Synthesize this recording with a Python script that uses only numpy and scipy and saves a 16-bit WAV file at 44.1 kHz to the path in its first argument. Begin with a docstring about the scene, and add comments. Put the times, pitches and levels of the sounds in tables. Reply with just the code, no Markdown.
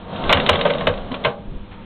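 """In a workshop, a steel friction feeder runs one cycle and pushes a flat card cover onto its tray.
The drive whirs up and runs down over a motor whine, a quiet fan and mains hum and a low rumble.
Rollers tick and hold-down arms clack: chattering steel contacts that ring the sheet-metal frame
and thump the bench and tray. The cover slides and flops down, and a soft hiss comes in at the end.
The top end is dull, with little above 4 kHz, and the hardest clacks overload."""
import sys
import numpy as np
from scipy import signal
from scipy.fft import rfft, irfft, next_fast_len
from scipy.io import wavfile
from scipy.ndimage import uniform_filter1d

SR = 44100
rng = np.random.default_rng(int(sys.argv[2]) if len(sys.argv) > 2 else 0)


def generate_wav(sig):
    """Save sig (samples, or channels by samples) to the path in sys.argv[1] as 16-bit PCM at SR."""
    pcm = np.round(np.clip(np.atleast_2d(sig).T, -1, 1) * 32767).astype(np.int16)
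    wavfile.write(sys.argv[1], SR, pcm)


N = 81585
T = np.arange(N) / SR
BLOW_T = T[:SR // 3]

# fan and mains hum: (frequency [Hz], level [dB])
HUM_TONES = [(100, -47), (175, -52), (202, -47.5), (298, -57.5), (497, -55)]
# fader ride of the motor whine: (time [s], level [dB])
WHINE_FADER = [(0, -55.5), (.24, -34), (.5, -76), (1.85, -55.5)]
# room tone: (frequency [Hz], gain [dB])
AIR_EQ = [(20, 0), (60, 2.5), (120, -6.5), (200, 1.5), (330, -9), (600, -14.5), (1100, -16.5),
          (2000, -25.5), (3500, -22), (4200, -25)]
# swells of the low rumble: (time [s], level [dB])
RUMBLE_FADER = [(0, -37.5), (.15, -65), (.21, -42), (.28, -20), (.35, -35.5), (.78, -42.5), (.85, -31),
                (1.0, -30), (1.2, -44.5), (1.42, -56.5), (1.48, -27), (1.59, -28.5), (1.67, -41.5)]
# weight of the low rumble: (frequency [Hz], gain [dB])
RUMBLE_EQ = [(12, 8), (28, 11.5), (55, -5), (95, -0.5), (170, -14), (400, -17), (1500, -92)]
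# how hard the drive works: (time [s], level [dB])
DRIVE_EFFORT = [(0, -38.5), (.075, -37.5), (.13, -29), (.19, -29), (.25, -23), (.38, -23), (.47, -22),
                (.6, -24), (.72, -28.5), (.82, -26.5), (.95, -31.5), (1.05, -34.5), (1.19, -35.5),
                (1.3, -29.5), (1.41, -65)]
# whir of belts and rollers: (frequency [Hz], gain [dB])
ROLLING_EQ = [(40, -9.5), (110, -8), (185, 2.5), (310, -8.5), (480, -4), (700, -2), (850, -11.5),
              (1100, -8.5), (1400, -15), (2200, -24), (4000, -19.5)]
# ring of the steel arms: (frequency [Hz], level [dB], T60 [s])
ARM_MODES = [(2068, 1, 0.013), (2270, -2.5, 0.0083), (2806, -4.5, 0.079), (3240, -14.5, 0.014),
             (3714, 4, 0.01)]
# ring of the sheet-metal frame: (frequency [Hz], level [dB], T60 [s])
FRAME_MODES = [(162, -7, 0.25), (195.7, -8.5, 1), (256, -7, .18), (489.7, 0, 0.14), (569.5, -1.5, 0.074),
               (612.2, -5, 0.082), (678, -14.5, 1), (805, -10, .36), (904, -10.5, 0.087), (1074, -8, .07),
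               (1369, -15.5, 0.027), (1511, -5.5, 0.085)]
# sharp ticks of rollers, arms and the cover's edge: (time [s], level [dB], decay [s])
TICK_CUES = [(0.158, -27.5, 0.032), (0.2383, -27.5, 0.0043), (0.2938, -16.5, 0.00096),
             (0.3316, -10, 0.00086), (0.3991, -17, 0.0044), (0.4626, -14, 0.0046), (0.5559, -18.5, 0.0028),
             (0.61, -13.5, 0.0029), (0.7355, -23, 0.0022), (0.7821, -27.5, 0.01), (.889, -31.5, .002),
             (.938, -32.5, .0034), (0.974, -35, .004), (1.1165, -32, 0.0035), (1.238, -25, 0.016)]
# bite of ticks and rattles: (frequency [Hz], gain [dB])
TICK_EQ = [(200, -31), (700, -11.5), (1200, 5), (1800, 7), (2400, 14), (3200, 18.5), (4200, 10.5)]
# heavy clacks: (time [s], clash level [dB], frame level [dB], attack [s], decay [s], frame focus [Hz])
CLACK_CUES = [(0.293, -13.5, -12, 0.00034, 0.017, 1060), (.3255, -6, -16.5, 0.001, 0.0032, 1120),
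              (.370, -19, -18, 0.00083, 0.0079, 625), (0.4876, -8, -12, 0.0054, 0.0053, 728),
              (.526, -18, -20, 0.0066, 0.016, 628), (.588, -26.5, -22, 0.0034, 0.01, 640),
              (.6495, -18.5, -11.5, .003, 0.016, 551), (.694, -20, -20, 0.012, 0.004, 308),
              (.747, -32.5, -24.5, 0.0016, .0067, 584), (.807, -27.5, -24.5, 0.00082, 0.0067, 980),
              (0.8676, -13, -13.5, 0.0052, 0.0026, 520), (1.1145, -35, -28, 0.0011, .008, 250),
              (1.1395, -27, -32, .004, 0.0064, 1090), (1.2443, -15.5, -15, 0.0067, 0.0063, 882)]
# steel clashing on steel: (frequency [Hz], gain [dB])
CLASH_EQ = [(200, -24.5), (600, -2.5), (1100, 7), (1700, -0.5), (2200, -2), (2800, 3), (3400, 5.5),
            (4200, -7)]
# boxy body of the frame's panels: (frequency [Hz], gain [dB])
PANEL_EQ = [(60, -8), (180, 4.5), (330, -14.5), (520, -0.5), (630, 3.5), (780, -13.5), (1100, -5),
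            (1700, -18.5), (4000, -16)]
# thumps of the bench and the hollow tray: (time [s], level [dB], pitch [Hz])
THUMP_CUES = [(0.339, -17, 86.7), (0.503, -16, 87.5), (.682, -16.5, 484.5), (0.877, -21, 93.6),
              (0.887, -23.5, 493.5), (1.099, -27, 244.5), (1.255, -23.5, 136)]
# the cover's slide and landing: (time [s], level [dB])
SLIDE_FADER = [(.9, -60.5), (1.0, -53), (1.09, -52), (1.125, -25), (1.155, -30.5), (1.19, -64),
               (1.4, -81.5)]
# card rubbing on the tray: (frequency [Hz], gain [dB])
SLIDE_EQ = [(90, -6.5), (240, 11.5), (420, -3.5), (800, -23), (1100, 1), (1700, -42), (4000, -15.5)]
# fade-in of the late hiss: (time [s], level [dB])
HISS_FADER = [(1.69, -83), (1.718, -37), (1.78, -47.5), (1.85, -45)]
# tone of the late hiss: (frequency [Hz], gain [dB])
HISS_EQ = [(200, -5), (1000, 5), (1600, 1.5), (2500, 0), (3400, -2.5), (4200, -3)]
# workshop reverb: (frequency [Hz], T60 [s])
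REVERB_TIMES = [(150, 0.99), (1000, 0.22), (3000, 0.096)]


def from_db(db):
    """Decibels to gain."""
    return 10 ** (np.asarray(db) / 20)


def rms_one(x):
    """Scale to rms 1."""
    return x / np.sqrt(np.mean(x ** 2) + 1e-20)


def unit_blow(x):
    """Scale to the energy of 10 ms at rms 1."""
    return x / np.sqrt(np.sum(x ** 2) / (SR / 100) + 1e-20)


def fader(curve):
    """Gain over time from rows of (time [s], level [dB])."""
    return from_db(np.interp(T, *np.transpose(curve)))


def at_hz(table, hz):
    """Read a table on a log-frequency axis."""
    freqs, values = np.transpose(table)
    return np.interp(np.log(hz + 1e-3), np.log(freqs), values)


def equalise(x, eq):
    """Minimum-phase EQ: nothing rings ahead of an attack."""
    size = next_fast_len(len(x) + SR // 10) * 2
    gains = from_db(at_hz(eq, np.arange(size // 2 + 1) * SR / size))
    cepstrum = irfft(np.log(gains))
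    cepstrum[1:size // 2] *= 2
    cepstrum[size // 2 + 1:] = 0
    return irfft(rfft(x, size) * np.exp(rfft(cepstrum)))[:len(x)]


def noise(eq):
    """Steady coloured noise, rms 1."""
    return rms_one(equalise(rng.standard_normal(N + SR // 10), eq)[-N:])


def drift(per_s):
    """Random modulation, roughly unit depth."""
    return np.interp(T * per_s, np.arange(400), rng.standard_normal(400))


def tone(hz, waver, flutter_db=2):
    """A sine that wavers in pitch and flutters in level, rms 1."""
    flutter = from_db(flutter_db * drift(25))
    pitch = hz * (1 + waver * drift(60))
    return rms_one(np.sin(2 * np.pi * np.cumsum(pitch) / SR) * flutter)


def ring(force, modes, scatter_db=2):
    """Resonances excited by a force, each at a slightly random level."""
    out = 0
    for hz, db, t60 in modes:
        radius, angle = from_db(-60 / (t60 * SR)), 2 * np.pi * hz / SR
        mode = signal.lfilter([1, 0, -1], [1, -2 * radius * np.cos(angle), radius ** 2], force + 1e-18)
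        out = out + from_db(db + scatter_db * rng.standard_normal()) * rms_one(mode)
    return out


def envelope(attack_s, decay_s):
    """Linear attack, exponential decay."""
    return np.minimum(BLOW_T / attack_s, 1) * np.exp(-np.maximum(BLOW_T - attack_s, 0) / decay_s)


def add(track, start_s, sound):
    """Drop a sound onto a track at its cue."""
    i = int(start_s * SR)
    track[i:i + len(sound)] += sound[:N - i]


def hum():
    """Fan and mains hold a bed of low, slightly wavering tones."""
    return sum(from_db(db) * tone(hz, waver=.02) for hz, db in HUM_TONES)


def motor_whine():
    """The motor sings on one unsteady note that swells, drops away and creeps back."""
    return fader(WHINE_FADER) * tone(hz=917, waver=.024)


def rumble():
    """Deep noise, levelled over 50 ms so that it rolls evenly under its fader."""
    lows = noise(RUMBLE_EQ)
    power = uniform_filter1d(lows ** 2, int(.05 * SR))
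    return fader(RUMBLE_FADER) * lows / np.sqrt(power)


def steel(force, eq):
    """Small steel parts clash brightly, with the short ring of the arms underneath."""
    return unit_blow(equalise(force, eq)) + from_db(-8.5) * unit_blow(ring(force, ARM_MODES))


def drive(peak_rattles_per_s=2200, spread_db=3.5):
    """Belts and rollers whir; loose parts rattle and shake the frame, more often as effort grows."""
    effort = fader(DRIVE_EFFORT)
    sizes = from_db(spread_db * np.minimum(rng.exponential(1, N), 4)) * rng.choice([-1, 1], N)
    clicks = sizes * (rng.random(N) < peak_rattles_per_s * effort / effort.max() / SR)
    rattle = from_db(-13.5) * rms_one(steel(clicks, TICK_EQ))
    whir = from_db(1.5) * noise(ROLLING_EQ)
    frame_ring = from_db(-12.5) * rms_one(ring(clicks, FRAME_MODES))
    return effort * (whir + frame_ring + rattle)


def contact(attack_s, decay_s, grit=.18):
    """Force of a chattering contact: a grainy burst that builds up and dies away."""
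    grains = np.repeat(rng.standard_normal(len(BLOW_T)), 20)[:len(BLOW_T)]
    return envelope(attack_s, decay_s) * np.exp(grit * grains) * rng.standard_normal(len(BLOW_T))


def ticks(attack_s=.0007):
    """Rollers, arms and the cover's edge make light, sharp contacts."""
    track = np.zeros(N)
    for start_s, db, decay_s in TICK_CUES:
        add(track, start_s, from_db(db) * steel(contact(attack_s, decay_s), TICK_EQ))
    return track


def frame(attack_s, decay_s, focus_hz, db_per_octave=6.5):
    """Sheet metal shudders under a clack, loudest around the pitch of the struck part."""
    def rolloff_db(hz):
        return db_per_octave * abs(np.log2(hz / focus_hz))

    shudder = attack_s + .0025, decay_s + .0096  # slower to build and to fade than the clash
    modes = [(hz, db - rolloff_db(hz), t60) for hz, db, t60 in FRAME_MODES]
    panel_eq = [(hz, db - rolloff_db(hz)) for hz, db in PANEL_EQ]
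    ringing = unit_blow(ring(contact(*shudder), modes))
    panels = unit_blow(equalise(contact(*shudder), panel_eq))
    return ringing + from_db(.5) * panels


def clacks():
    """Hold-down arms strike, on two stems: the bright steel clash and the body of the frame."""
    clash, body = np.zeros(N), np.zeros(N)
    for start_s, clash_db, frame_db, attack_s, decay_s, focus_hz in CLACK_CUES:
        add(clash, start_s, from_db(clash_db) * steel(contact(attack_s, decay_s), CLASH_EQ))
        add(body, start_s, from_db(frame_db) * frame(attack_s, decay_s, focus_hz))
    return clash, body


def thumps():
    """The bench top or the hollow tray swings briefly on one note after a blow."""
    track = np.zeros(N)
    shape = envelope(attack_s=.02, decay_s=.022)
    for start_s, db, hz in THUMP_CUES:
        add(track, start_s, from_db(db) * unit_blow(shape * np.sin(2 * np.pi * hz * BLOW_T)))
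    return track


def cover_slide():
    """Card rubs along the tray and flops down."""
    return fader(SLIDE_FADER) * noise(SLIDE_EQ)


def hiss():
    """A soft hiss puffs up near the end and settles."""
    return fader(HISS_FADER) * noise(HISS_EQ)


def reverb(send, build_s=.0092):
    """Diffuse reflections of the workshop in octave bands; the treble dies first."""
    tail, edges = 0, 80 * 2. ** np.arange(7)
    t = T[:SR // 2]
    for low, high in zip(edges, edges[1:]):
        bandpass = signal.butter(2, [low, high], "band", fs=SR, output="sos")
        t60 = at_hz(REVERB_TIMES, np.sqrt(low * high))
        band = signal.sosfilt(bandpass, rng.standard_normal(len(t)))
        band *= np.minimum(t / build_s, 1) ** 2 * from_db(-60 * t / t60)
        tail = tail + band * np.sqrt((high - low) / (SR / 2) / np.sum(band ** 2))
    return signal.fftconvolve(send, tail)[:N]


def scene():
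    """Mono mix: clacks, ticks and drive feed the reverb; the other layers stay dry."""
    clash, frame_body = clacks()
    bright = clash + ticks()
    body = frame_body + drive()
    wet = reverb(from_db(-9.5) * bright + from_db(-8) * body)
    feeder = bright + body + wet + thumps() + cover_slide()
    bed = hum() + motor_whine() + from_db(-38.5) * noise(AIR_EQ) + rumble() + hiss()
    return (feeder + bed)[None]


def record(dry, soft_ceiling=1.1, clip_level=.74):
    """Master chain: dull the top, round the peaks, cut the treble steeply, clip, trim the fizz."""
    treble_rolloff = signal.butter(8, 3652, fs=SR, output="sos")
    band_edge = signal.ellip(10, .5, 90, 4280, fs=SR, output="sos")
    fizz_cut = signal.cheby2(12, 70, 17220, fs=SR, output="sos")
    dull = signal.sosfilt(treble_rolloff, dry)
    rounded = soft_ceiling * np.tanh(dull / soft_ceiling)
    narrow = signal.sosfilt(band_edge, rounded)
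    return signal.sosfilt(fizz_cut, np.clip(narrow, -clip_level, clip_level))


dry = scene()
out = record(dry)
generate_wav(out)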